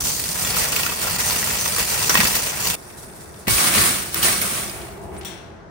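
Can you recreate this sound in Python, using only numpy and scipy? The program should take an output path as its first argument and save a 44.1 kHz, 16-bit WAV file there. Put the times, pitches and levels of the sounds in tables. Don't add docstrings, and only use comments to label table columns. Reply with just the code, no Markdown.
import sys
import numpy as np
from scipy import signal
from scipy.fft import rfft, irfft, next_fast_len
from scipy.io import wavfile
from scipy.ndimage import uniform_filter1d

SR = 44100
rng = np.random.default_rng(int(sys.argv[2]) if len(sys.argv) > 2 else 0)


def waveform_to_disk(signal):
    frames = np.transpose(np.atleast_2d(signal))
    scaled = np.clip(frames, -1, 1) * 32767
    samples = np.round(scaled).astype(np.int16)
    wavfile.write(sys.argv[1], SR, samples)


N = 251370
TIME = np.arange(N) / SR
SIZE = next_fast_len(N + 8192)
FREQ = np.fft.rfftfreq(SIZE, 1 / SR)

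CONCRETE_S = 2.754

# (frequency [Hz], width [Hz], lift [dB])
BASKET = [(970, 200, 1), (1870, 91, 0.5), (2745, 170, 1.5), (4480, 260, 2), (6110, 480, 2),
          (7186, 180, 6.5), (8960, 350, 1.5)]
# (frequency [Hz], width [Hz], lift [dB])
ROW = [(1130, 280, -0.5), (1900, 200, -1.5), (2230, 120, 2), (2740, 120, -0.5), (4460, 300, 1.5),
       (5750, 120, 3.5), (9750, 250, 0)]
# (start [s], length [s], frame clatter level [dB], wire buzz level [dB])
SHOVES = [(3.467, 0.21, -27.5, -20.5), (3.56, 0.16, -27, -43.5), (3.717, 0.15, -24, -20),
          (4.11, .02, -43, -30.5), (4.134, 0.085, -31, -29.5), (4.211, 0.058, -23.5, -19.5),
          (4.385, 0.2, -31.5, -28.5), (4.732, 0.12, -43.5, -48), (5, 0.037, -55, -57),
          (5.106, 0.075, -47.5, -54)]


def amp(db):
    return 10 ** (np.asarray(db) / 20)


def unit(pair):
    return pair / np.sqrt(np.mean(pair.mean(0) ** 2) + 1e-20)


def read(points):
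    hz, value = np.transpose(points)
    return np.interp(np.log(FREQ + 1), np.log(hz + 1), value)


def add(mix, s, sound):
    part = mix[:, max(round(s * SR), 0):][:, :sound.shape[1]]
    part += sound[:, :part.shape[1]]


def above(hz, order=6):
    return 1 / np.sqrt(1 + (hz / (FREQ + 1)) ** (2 * order))


def heard(pair, gain):
    # (frequency [Hz], left-right correlation [-1 to 1])
    likeness = [(60, 0.5), (160, 0.83), (520, 0.35), (1000, 0.17), (2000, 0), (5000, 0.1), (9800, -0.07)]
    # (frequency [Hz], left-right correlation [-1 to 1])
    top_likeness = [(10100, -.1), (10450, -.8), (10700, -.9995), (12250, -.9995), (12500, .1), (13200, .75),
                    (13900, .98), (16000, .95)]
    left, other = rfft(pair, SIZE) * gain
    same = np.clip(read(likeness + top_likeness), -1, 1)
    right = same * left + np.sqrt(1 - same ** 2) * other
    return irfft(np.array([left, right]), SIZE)[:, :N]


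def steel(colour, resonances):
    lift_db = sum(db / (1 + (2 * (FREQ - hz) / width) ** 2) for hz, width, db in resonances)
    return amp(read(colour) + lift_db)


def wander(per_s):
    knots = rng.standard_normal(size=16384)
    drift = np.interp(TIME * 2 * per_s, np.arange(len(knots)), knots)
    return drift / drift.std()


def swell(start, rise_s):
    u = np.maximum(TIME - start, 0) / rise_s
    return u * np.exp(1 - u)


def car_park():
    # (frequency [Hz], level [dB])
    traffic_colour = [(30, -2.5), (70, -8), (150, -2.5), (280, -10.5), (450, -8), (900, -16), (1600, -15.5),
                      (3000, -39), (6000, -35.5), (10000, -59), (15000, -70)]
    # (time [s], level [dB])
    drone_levels = [(2.8, -48.5), (3.3, -47), (4.6, -39), (4.95, -39), (5.15, -34), (5.3, -39.5),
                    (5.5, -45), (5.7, -46.5)]
    # (frequency [Hz], width [Hz], level [dB])
    drone_modes = [(72.7, 53, 1.5), (196, 25, 1), (347.6, 40, 0), (401.5, 36, -1), (660, 52, -4.5),
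                   (840, 350, -8.5)]
    traffic = unit(heard(rng.standard_normal((2, N)), amp(read(traffic_colour))))
    hollow = sum(amp(db) / (1 + (2 * (FREQ - hz) / width) ** 2) for hz, width, db in drone_modes)
    drone = unit(heard(rng.standard_normal((2, N)), hollow))
    drone_gain = amp(np.interp(TIME, *np.transpose(drone_levels)))
    return amp(-43.5) * traffic + drone_gain * drone


def wire(crack_t60, ring_t60, ring_db, wash_t60, wash_db, note_hz, note_db, count=56):
    t = np.arange(SR // 5) / SR
    decay = amp(-60 * t / np.array([crack_t60, wash_t60])[:, None, None])
    crack, wash = rng.standard_normal((2, 2, len(t))) * decay
    hz = rng.uniform(600, 15500, (count, 1))
    signs = rng.choice([-1., 1.], (2, count))
    ring = (signs @ np.sin(2 * np.pi * hz * t)) * amp(-60 * t / ring_t60)
    layers = (crack, 0), (ring, ring_db), (wash, wash_db)
    contact = sum(amp(db) * layer / np.linalg.norm(layer) for layer, db in layers)
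    note = signal.lfilter(*signal.iirpeak(note_hz, 2 + note_hz / 1000, fs=SR), contact)
    return contact + amp(note_db) * note


def rattle(wires, per_s, size_db, clump_db, clump_hz, turn_db, turn_s):
    clumps = amp(clump_db * wander(clump_hz))
    spread = amp(size_db * np.minimum(rng.exponential(1, N), 2.3))
    size = clumps * spread * rng.choice([-1, 1], N)
    hits = size * (rng.random(N) < per_s / SR)
    which = rng.integers(0, len(wires), N)
    buzz = np.zeros((2, N))
    for k, contact in enumerate(wires):
        looseness = rng.uniform(-1.18, 1, size=400)
        lead = np.interp(TIME, np.arange(len(looseness)) * turn_s, amp(turn_db * looseness))
        buzz += signal.oaconvolve((hits * lead * (which == k))[None], contact, axes=1)[:, :N]
    power = abs(uniform_filter1d((buzz ** 2).mean(0), size=2600))
    return buzz / np.sqrt(power + 1e-9)


def shaking(gains, colour, resonances, contacts):
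    over_wheels, over_frame = above(318), above(3190)
    tone = steel(colour, resonances)
    wheels = heard(rng.standard_normal((2, N)), tone * np.sqrt(1 - over_wheels ** 2))
    frame = heard(contacts, tone * over_wheels * (1 - over_frame ** 2))
    mesh = heard(contacts, tone * over_frame ** 2)
    for hz, width, _ in resonances[2:]:
        flare = amp(2.0 * np.clip(wander(14), -2, 2)) - 1
        mesh = mesh + flare * signal.lfilter(*signal.iirpeak(hz, hz / (2 * width), fs=SR), mesh)
    return sum(unit(part) * gain for part, gain in zip((wheels, frame, mesh), gains))


def clang(t, modes, scatter_db, detune):
    hz, db, t60 = np.transpose(modes)[:, :, None]
    weight = amp(db + scatter_db * rng.standard_normal((2, len(modes), 1)))
    hz = hz * (1 + detune * rng.standard_normal(hz.shape))
    signs = rng.choice([-1., 1.], weight.shape)
    ring = (weight * signs * np.sin(2 * np.pi * hz * t) * amp(-60 * t / t60)).sum(1)
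    return ring / np.linalg.norm(weight, axis=1)


def grit(modes, resonances, per_s, size_db, t60, damped_t60, ring_db, count=12):
    t, out = np.arange(SR // 8) / SR, np.zeros((2, N))
    size = amp(size_db * np.minimum(rng.exponential(1, N), 2))
    hits = size * (rng.random(N) < per_s / SR)
    which = rng.integers(0, count, N)
    for k in range(count):
        ring = clang(t, modes, scatter_db=8, detune=.015)
        tick = rng.standard_normal((2, len(t))) * amp(-60 * t / t60)
        tick = tick + amp(ring_db - 60 * t / damped_t60) * ring
        out += signal.oaconvolve((hits * (which == k))[None], tick, axes=1)[:, :N]
    colour = [(200, -14.5), (600, 0.5), (2700, -4.0), (7000, -3), (15000, -5)]  # (Hz, dB)
    return unit(heard(out, steel(colour, resonances)))


def on_asphalt(contacts, stones, stones_db, rumble_db, frame_db, wire_db,
               rumble_follow, frame_follow, wire_follow, uneven_db, uneven_hz):
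    # (frequency [Hz], level [dB])
    roll_colour = [(25, -9), (55, 8), (110, 5), (180, 6.5), (290, -3.5), (500, 3), (820, 1), (1400, -3),
                   (2300, -0.2), (3600, -2), (5500, 1), (8000, -2.5), (9600, -4), (11000, -3),
                   (15500, -1.5)]
    # (time [s], level [dB])
    shake_levels = [(0, -25), (.3, -25), (.62, -22.5), (.71, -23), (.81, -26), (.97, -27.5), (1.05, -24),
                    (1.16, -26), (1.24, -24.5), (1.3, -22), (1.42, -23), (1.86, -24.5), (2.0, -22.5),
                    (2.08, -23), (2.26, -19), (2.36, -21), (2.42, -25.5), (2.56, -28), (2.62, -24),
                    (2.68, -21), (2.74, -24.5)]
    # (time [s], lift [dB])
    jolts = [(0.036, 5), (0.562, 3), (.76, 3), (1.01, 2.5), (1.183, 4), (1.258, 1.5), (1.775, 4.5),
             (1.9, 3.5), (2.445, 3), (2.585, 0)]
    usual_shake_db, jolt_rise_s = -25, 0.023
    loose_s, tight_db = 0.5, -6.5
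    settle_s, lean_db = 0.0067, -0.12

    shake = np.interp(TIME, *np.transpose(shake_levels)) - usual_shake_db
    shake = shake + uneven_db * wander(uneven_hz)
    shake = shake + sum(db * swell(s, jolt_rise_s) for s, db in jolts)
    tight = tight_db * np.maximum(1 - (TIME / loose_s) ** 2, 0)
    rumble = rumble_db + rumble_follow * shake
    frame = frame_db + frame_follow * shake + tight
    wires = wire_db + wire_follow * shake
    cart = shaking(amp([rumble, frame, wires]), roll_colour, BASKET, contacts)
    cart = cart + amp(stones_db + frame_follow * shake + tight) * stones
    rough_ground = np.clip((CONCRETE_S - TIME) / settle_s + .5, 0, 1)
    return cart * rough_ground * amp([[lean_db], [-lean_db]])


def bumps(t60):
    # (time [s], level [dB], bottom of band [Hz], top of band [Hz])
    thuds = [(0.022, -27.5, 55.4, 118), (2.14, -23.5, 120, 236), (2.185, -15.5, 139, 237),
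             (2.228, -21, 120, 258), (3.475, -12.5, 60, 264), (3.494, -18.5, 50, 151),
             (3.515, -17.5, 38, 80), (3.772, -17, 70, 360), (3.795, -23.5, 45, 110)]
    out, t = np.zeros((2, N)), np.arange(SR // 2) / SR
    for s, db, bottom_hz, top_hz in thuds:
        push = rng.standard_normal((2, len(t))) * amp(-60 * t / t60)
        thud = signal.lfilter(*signal.butter(2, [bottom_hz, top_hz], "band", fs=SR), push)
        add(out, s, amp(db) * thud / abs(thud).max(1, keepdims=True))
    return heard(out, 0.88)


def knocks(blows, modes, resonances, rise_s, tail_db, tail_t60, note_db, ring_db, detune, lean_db, gain_db):
    out, t = np.zeros((2, N)), np.arange(SR // 3) / SR
    for s, db, bright_db, hz, t60 in blows:
        decay = amp(-60 * t / t60) + amp(tail_db - 60 * t / tail_t60)
        shape = (1 - np.exp(-t / rise_s)) * decay
        blow = rng.choice([-1., 1.], (2, len(t))) * shape / shape.max()
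        dull = signal.lfilter(*signal.butter(1, 3000, fs=SR), blow)
        bright = amp(bright_db) * (blow - dull)
        note = amp(note_db) * signal.lfilter(*signal.iirpeak(hz, 4 + hz / 600, fs=SR), blow)
        ring = amp(ring_db) * clang(t, modes, scatter_db=7.5, detune=detune)
        add(out, s, amp(db + gain_db) * (dull + bright + note + ring))
    colour = [(100, 4.5), (600, -2.0), (1200, 1.0), (2500, 0.5), (5500, 0.0), (9000, -5.5), (15000, 3)]  # (Hz, dB)
    return heard(out, steel(colour, resonances)) * amp([[lean_db], [-lean_db]])


def on_concrete(contacts, stones, stones_db, rumble_db, frame_db, wire_db, fade_db_per_s, shiver_frame_db):
    # (frequency [Hz], level [dB])
    glide_colour = [(55, 2), (190, 13), (380, 13), (600, 5), (1000, 4), (1900, 6), (3000, -3.5), (5500, -1),
                    (7200, -2.5), (8400, 2), (11000, 2.5), (15500, -8)]
    # (time [s], level [dB])
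    shiver_levels = [(2.752, -52), (2.82, -54.5), (2.97, -42.5), (3.02, -45), (3.15, -48.5), (3.2, -46),
                     (3.38, -48.5), (5.019, -65)]
    gliding = (TIME > CONCRETE_S) * (TIME < SHOVES[0][0])
    glide = gliding * amp(-fade_db_per_s * (TIME - CONCRETE_S))
    shiver_power = sum((amp(db) * swell(s, 0.015)) ** 2 for s, db in shiver_levels)
    wires = np.sqrt((amp(wire_db) * glide) ** 2 + shiver_power)
    frame = amp(frame_db) * glide + amp(shiver_frame_db) * np.sqrt(shiver_power)
    cart = shaking([amp(rumble_db) * glide, frame, wires], glide_colour, BASKET, contacts)
    return cart + amp(stones_db) * glide * stones


def chain(tick_gain_db, tick_t60, tick_note_db, squeak_rough):
    # (time [s], level [dB], ring [Hz])
    link_ticks = [(2.902, -30, 1870), (2.978, -48.5, 3000), (3.098, -35, 1870), (3.154, -46, 5600),
                  (3.188, -45, 5600), (3.212, -51, 4276), (3.341, -34, 3000), (4.715, -35, 2400),
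                  (4.815, -25.5, 3400), (4.973, -36, 2270), (5.015, -35, 7000), (5.165, -26.5, 1500),
                  (5.211, -24.5, 2300), (5.218, -34, 3400), (5.232, -29.5, 3400)]
    # (time [s], frequency [Hz], level [dB])
    squeak_glide = [(5.174, 7900, -49), (5.183, 8800, -40), (5.196, 10650, -36), (5.206, 11200, -58)]
    # (time [s], level [dB])
    clink = (5.248, -43)
    # (frequency [Hz], width [Hz], level [dB], t60 [s])
    lock_clusters = [(1760, 3200, 3, 1), (3400, 360, -0.5, 0.5), (3750, 120, -9, 0.5), (4160, 290, -8, 0.6),
                     (5000, 8400, -1.5, 0.72), (5760, 550, 0, 0.56), (7460, 550, -0.5, 0.36),
                     (8640, 490, -2.5, 0.3), (9600, 520, -1.5, 0.34), (14000, 2000, -6, 0.18),
                     (15400, 840, -5, .3)]
    link_spacing_hz = 10

    out, t = np.zeros((2, N)), np.arange(SR // 2) / SR
    for s, db, hz in link_ticks:
        decay = amp(-60 * t / tick_t60) + amp(-22 - 60 * t / .2)
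        tick = rng.standard_normal((2, len(t))) * decay
        tick = tick + amp(tick_note_db) * signal.lfilter(*signal.iirpeak(hz, 2, fs=SR), tick)
        tick = signal.lfilter(*signal.butter(2, 7500, fs=SR), tick)
        add(out, s, amp(db + tick_gain_db) * tick / abs(tick).max())

    bins = np.fft.rfftfreq(len(t), 1 / SR)
    for hz, width, db, t60 in lock_clusters:
        partials = rng.random(len(bins)) < bins[1] / link_spacing_hz
        band = np.exp(-2 * ((bins - hz) / width) ** 2)
        cluster = irfft(rfft(rng.standard_normal((2, len(t)))) * partials * band, len(t))
        add(out, clink[0], amp(clink[1] + db - 60 * t / t60) * unit(cluster))

    s, hz, db = np.transpose(squeak_glide)
    rough_hz = np.interp(TIME, s, hz) * (1 + squeak_rough * wander(900))
    phase = 2 * np.pi * np.cumsum(rough_hz) / SR
    squeaking = (TIME > s[0]) * (TIME < s[-1])
    out += amp(np.interp(TIME, s, db)) * squeaking * np.sin(phase)
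    return heard(out * amp([[2], [-3]]), above(1260, order=2))


def scrape(start, length, fade_db_per_s):
    bite = np.clip((TIME - start) / 0.036, 0, 1)
    return bite * amp(-fade_db_per_s * np.maximum(TIME - start - length, 0))


def into_row(contacts, clashes, clash_db, clash_follow, rumble_db, rumble_follow, frame_gain_db, wire_gain_db):
    # (frequency [Hz], level [dB])
    nest_colour = [(25, 0.5), (55, 5), (190, 11.5), (290, 4.5), (550, 5), (850, 2.5), (1200, 8),
                   (2300, 5.5), (3800, -1), (6000, -2.5), (7800, -1.5), (9400, 2), (11500, -4),
                   (15500, -4.5)]
    frame_fade, wire_fade = 67, 71
    frame = np.sqrt(sum((amp(db) * scrape(s, length, frame_fade)) ** 2 for s, length, db, _ in SHOVES))
    wires = np.sqrt(sum((amp(db) * scrape(s, length, wire_fade)) ** 2 for s, length, _, db in SHOVES))
    push = frame / frame.max()
    rumble = amp(rumble_db) * push ** rumble_follow
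    gains = [rumble, amp(frame_gain_db) * frame, amp(wire_gain_db) * wires]
    row = shaking(gains, nest_colour, ROW, contacts)
    return row + amp(clash_db) * push ** clash_follow * clashes


def scene():
    thin_wires_hz = [8490, 10050, 14000]
    # (frequency [Hz], level [dB], t60 [s])
    gate_modes = [(496, -5.5, 0.1), (990, -4, 0.1), (1164, -4, 0.092), (1390, -1, 0.084), (1908, 1.5, 0.16),
                  (2260, -4.5, 0.27), (2610, 5.5, 0.14), (3520, -2, 0.17), (4810, -2, 0.23),
                  (5740, -3.5, 0.22)]
    # (frequency [Hz], level [dB], t60 [s])
    tube_modes = [(342.6, -3.5, 0.28), (721, -7.5, 0.4), (1127, 2, 0.27), (1198, -6, 0.09),
                  (1800, -0.5, 0.26), (1970, 2, .18), (2214, -2, 0.32), (2500, 2, .16), (2850, 3, 0.15),
                  (4300, -7.5, 0.18)]
    # (time [s], level [dB], treble against middle [dB], main note [Hz], chatter t60 [s])
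    gate_knocks = [(.068, -18, 4, 2690, 0.036), (.098, -15.5, -4.5, 990, .07), (.197, -19, 10, 2690, 0.02),
                   (.416, -14, -6, 1870, 0.022), (.448, -6.5, -5.5, 7140, 0.034),
                   (.511, -16, -1, 2690, .022), (0.545, -5, -9, 990, .016), (0.567, -7, -2, 1300, 0.05),
                   (.603, -15, -3, 990, 0.037), (.620, -16, -3, 4700, 0.024), (0.727, -5, -14, 2670, 0.027),
                   (0.762, -5, 1.5, 2600, 0.047), (.793, -9, 1, 990, .025), (.832, -4.5, -4, 2690, 0.017),
                   (.863, -7.5, 1, 1430, 0.035), (.896, -9.5, -16, 2700, 0.035),
                   (.919, -9.5, -8, 990, 0.032), (1.070, -20, -5, 1870, 0.016),
                   (1.161, -10, 1, 4700, 0.024), (1.201, -8, -3.5, 1870, 0.038),
                   (1.307, -7, -2, 4600, 0.038), (1.361, -7, -3, 2690, .022), (1.428, -8, -7, 1840, 0.0091),
                   (1.473, -6.5, -8, 990, .025), (1.503, -9, -7, 1870, 0.029), (1.535, -14, -3, 4680, .014),
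                   (1.657, -6.5, -10, 990, 0.03), (1.783, -4.5, -3, 9000, 0.026),
                   (1.826, -18, -5, 1870, .022), (2.044, -7.5, -7, 2690, 0.015),
                   (2.0945, 3.5, -8, 5690, 0.036), (2.101, -4.5, -18, 1400, 0.11),
                   (2.143, -1.5, -3.5, 8600, 0.035), (2.153, 6.5, -8, 1060, 0.018),
                   (2.172, -1, -3, 2500, 0.11), (2.202, 4.5, -16, 2090, 0.021),
                   (2.209, 0.5, -14, 1710, 0.037), (2.231, -6.5, -13, 1020, .04),
                   (2.252, -2.5, -14, 1870, 0.058), (2.271, -6.5, 2, 4670, 0.032),
                   (2.350, -22, 18, 13500, 0.18), (2.670, -10, 8, 4670, .04), (2.699, -8, 0, 2630, 0.018)]
    # (time [s], level [dB], treble against middle [dB], main note [Hz], chatter t60 [s])
    frame_clashes = [(3.470, -11, -14, 1900, 0.052), (3.48, 0, -3, 680, 0.037),
                     (3.581, -4.5, -12, 2300, 0.04), (3.604, -7, -11, 1130, 0.034),
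                     (3.642, -6, 2, 1140, 0.028), (3.671, -6, -10, 1170, .025),
                     (3.749, -4.5, -11, 2230, 0.061), (3.766, -6, -4, 2420, .035),
                     (3.779, -2, -11, 1900, 0.057), (3.813, -5, -9, 1130, .03), (3.836, -14, -8, 2230, .03),
                     (4.144, -10.5, 9.5, 13400, 0.012), (4.158, -9, -10, 1260, 0.05),
                     (4.228, -8.5, 7, 3140, 0.093), (4.283, -6, -5, 1900, .014), (4.328, -9, 0, 2950, .01),
                     (4.415, -9.5, 4.5, 14000, 0.044), (4.696, -16.5, -11, 4960, 0.027)]

    near = [wire(crack_t60=0.01, ring_t60=0.071, ring_db=-2.5, wash_t60=0.27, wash_db=3,
                 note_hz=hz, note_db=6.5) for hz in [r[0] for r in BASKET] + thin_wires_hz]
    nested = [wire(crack_t60=0.0078, ring_t60=0.29, ring_db=-9.5, wash_t60=0.28, wash_db=9.5,
                   note_hz=hz, note_db=-12.5) for hz in [r[0] for r in ROW] + thin_wires_hz]
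    rolling = rattle(near, per_s=600, size_db=3, clump_db=0, clump_hz=45.9, turn_db=5, turn_s=.03)
    sliding = rattle(nested, per_s=1100, size_db=2.0, clump_db=-0.5, clump_hz=49.6, turn_db=3.5, turn_s=0.09)

    stones = grit(gate_modes, BASKET, per_s=150, size_db=-0.5, t60=0.007, damped_t60=0.051, ring_db=-5.5)
    cart = on_asphalt(rolling, stones, stones_db=-36.5, rumble_db=-39.0, frame_db=-34, wire_db=-27.5,
                      rumble_follow=0.95, frame_follow=0.9, wire_follow=1.0, uneven_db=0.62, uneven_hz=14)
    cart += bumps(t60=0.13)
    cart += knocks(gate_knocks, gate_modes, BASKET, rise_s=0.00059, tail_db=-19, tail_t60=0.15,
                   note_db=9.5, ring_db=-8, detune=0.0143, lean_db=-0.5, gain_db=-11.5)
    cart += on_concrete(sliding, stones, stones_db=-51.5, rumble_db=-59, frame_db=-51.5, wire_db=-49.5,
                        fade_db_per_s=5.5, shiver_frame_db=-17)
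    cart += chain(tick_gain_db=-4.0, tick_t60=0.05, tick_note_db=12, squeak_rough=0.051)
    jostle = grit(tube_modes, ROW, per_s=60, size_db=3, t60=0.022, damped_t60=0.24, ring_db=0)
    cart += into_row(sliding, jostle, clash_db=-34.0, clash_follow=0.9, rumble_db=-31.5, rumble_follow=0.85,
                     frame_gain_db=-2.2, wire_gain_db=0.44)
    cart += knocks(frame_clashes, tube_modes, ROW, rise_s=0.00064, tail_db=-23, tail_t60=0.16,
                   note_db=11.0, ring_db=-6.5, detune=0.0082, lean_db=0.3, gain_db=-12.5)
    return cart + car_park()


def record(dry):
    # (frequency [Hz], left against right [dB])
    balance = [(100, 0.5), (500, 0.5), (1200, 2.7), (2300, -0.5), (3300, 1.5), (5600, 4.5), (7000, 0)]
    peak_hz, peak_width_hz, peak_db = 9140, 2370, 6
    lean_db = read(balance) / 2 * (FREQ < peak_hz)
    lift_db = peak_db * np.maximum(1 - ((FREQ - peak_hz) / peak_width_hz) ** 2, 0) ** 2
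    ports = amp([lean_db, lift_db - lean_db]) * above(43, order=4)
    x = irfft(rfft(dry, SIZE) * ports, SIZE)[:, :N]
    x = x / (1 + (x / .85) ** 6) ** (1 / 6)
    band_limit = signal.firwin(801, 15800, window=("kaiser", 8), fs=SR)
    return signal.oaconvolve(x, band_limit[None], "same")


dry = scene()
out = record(dry)
waveform_to_disk(out)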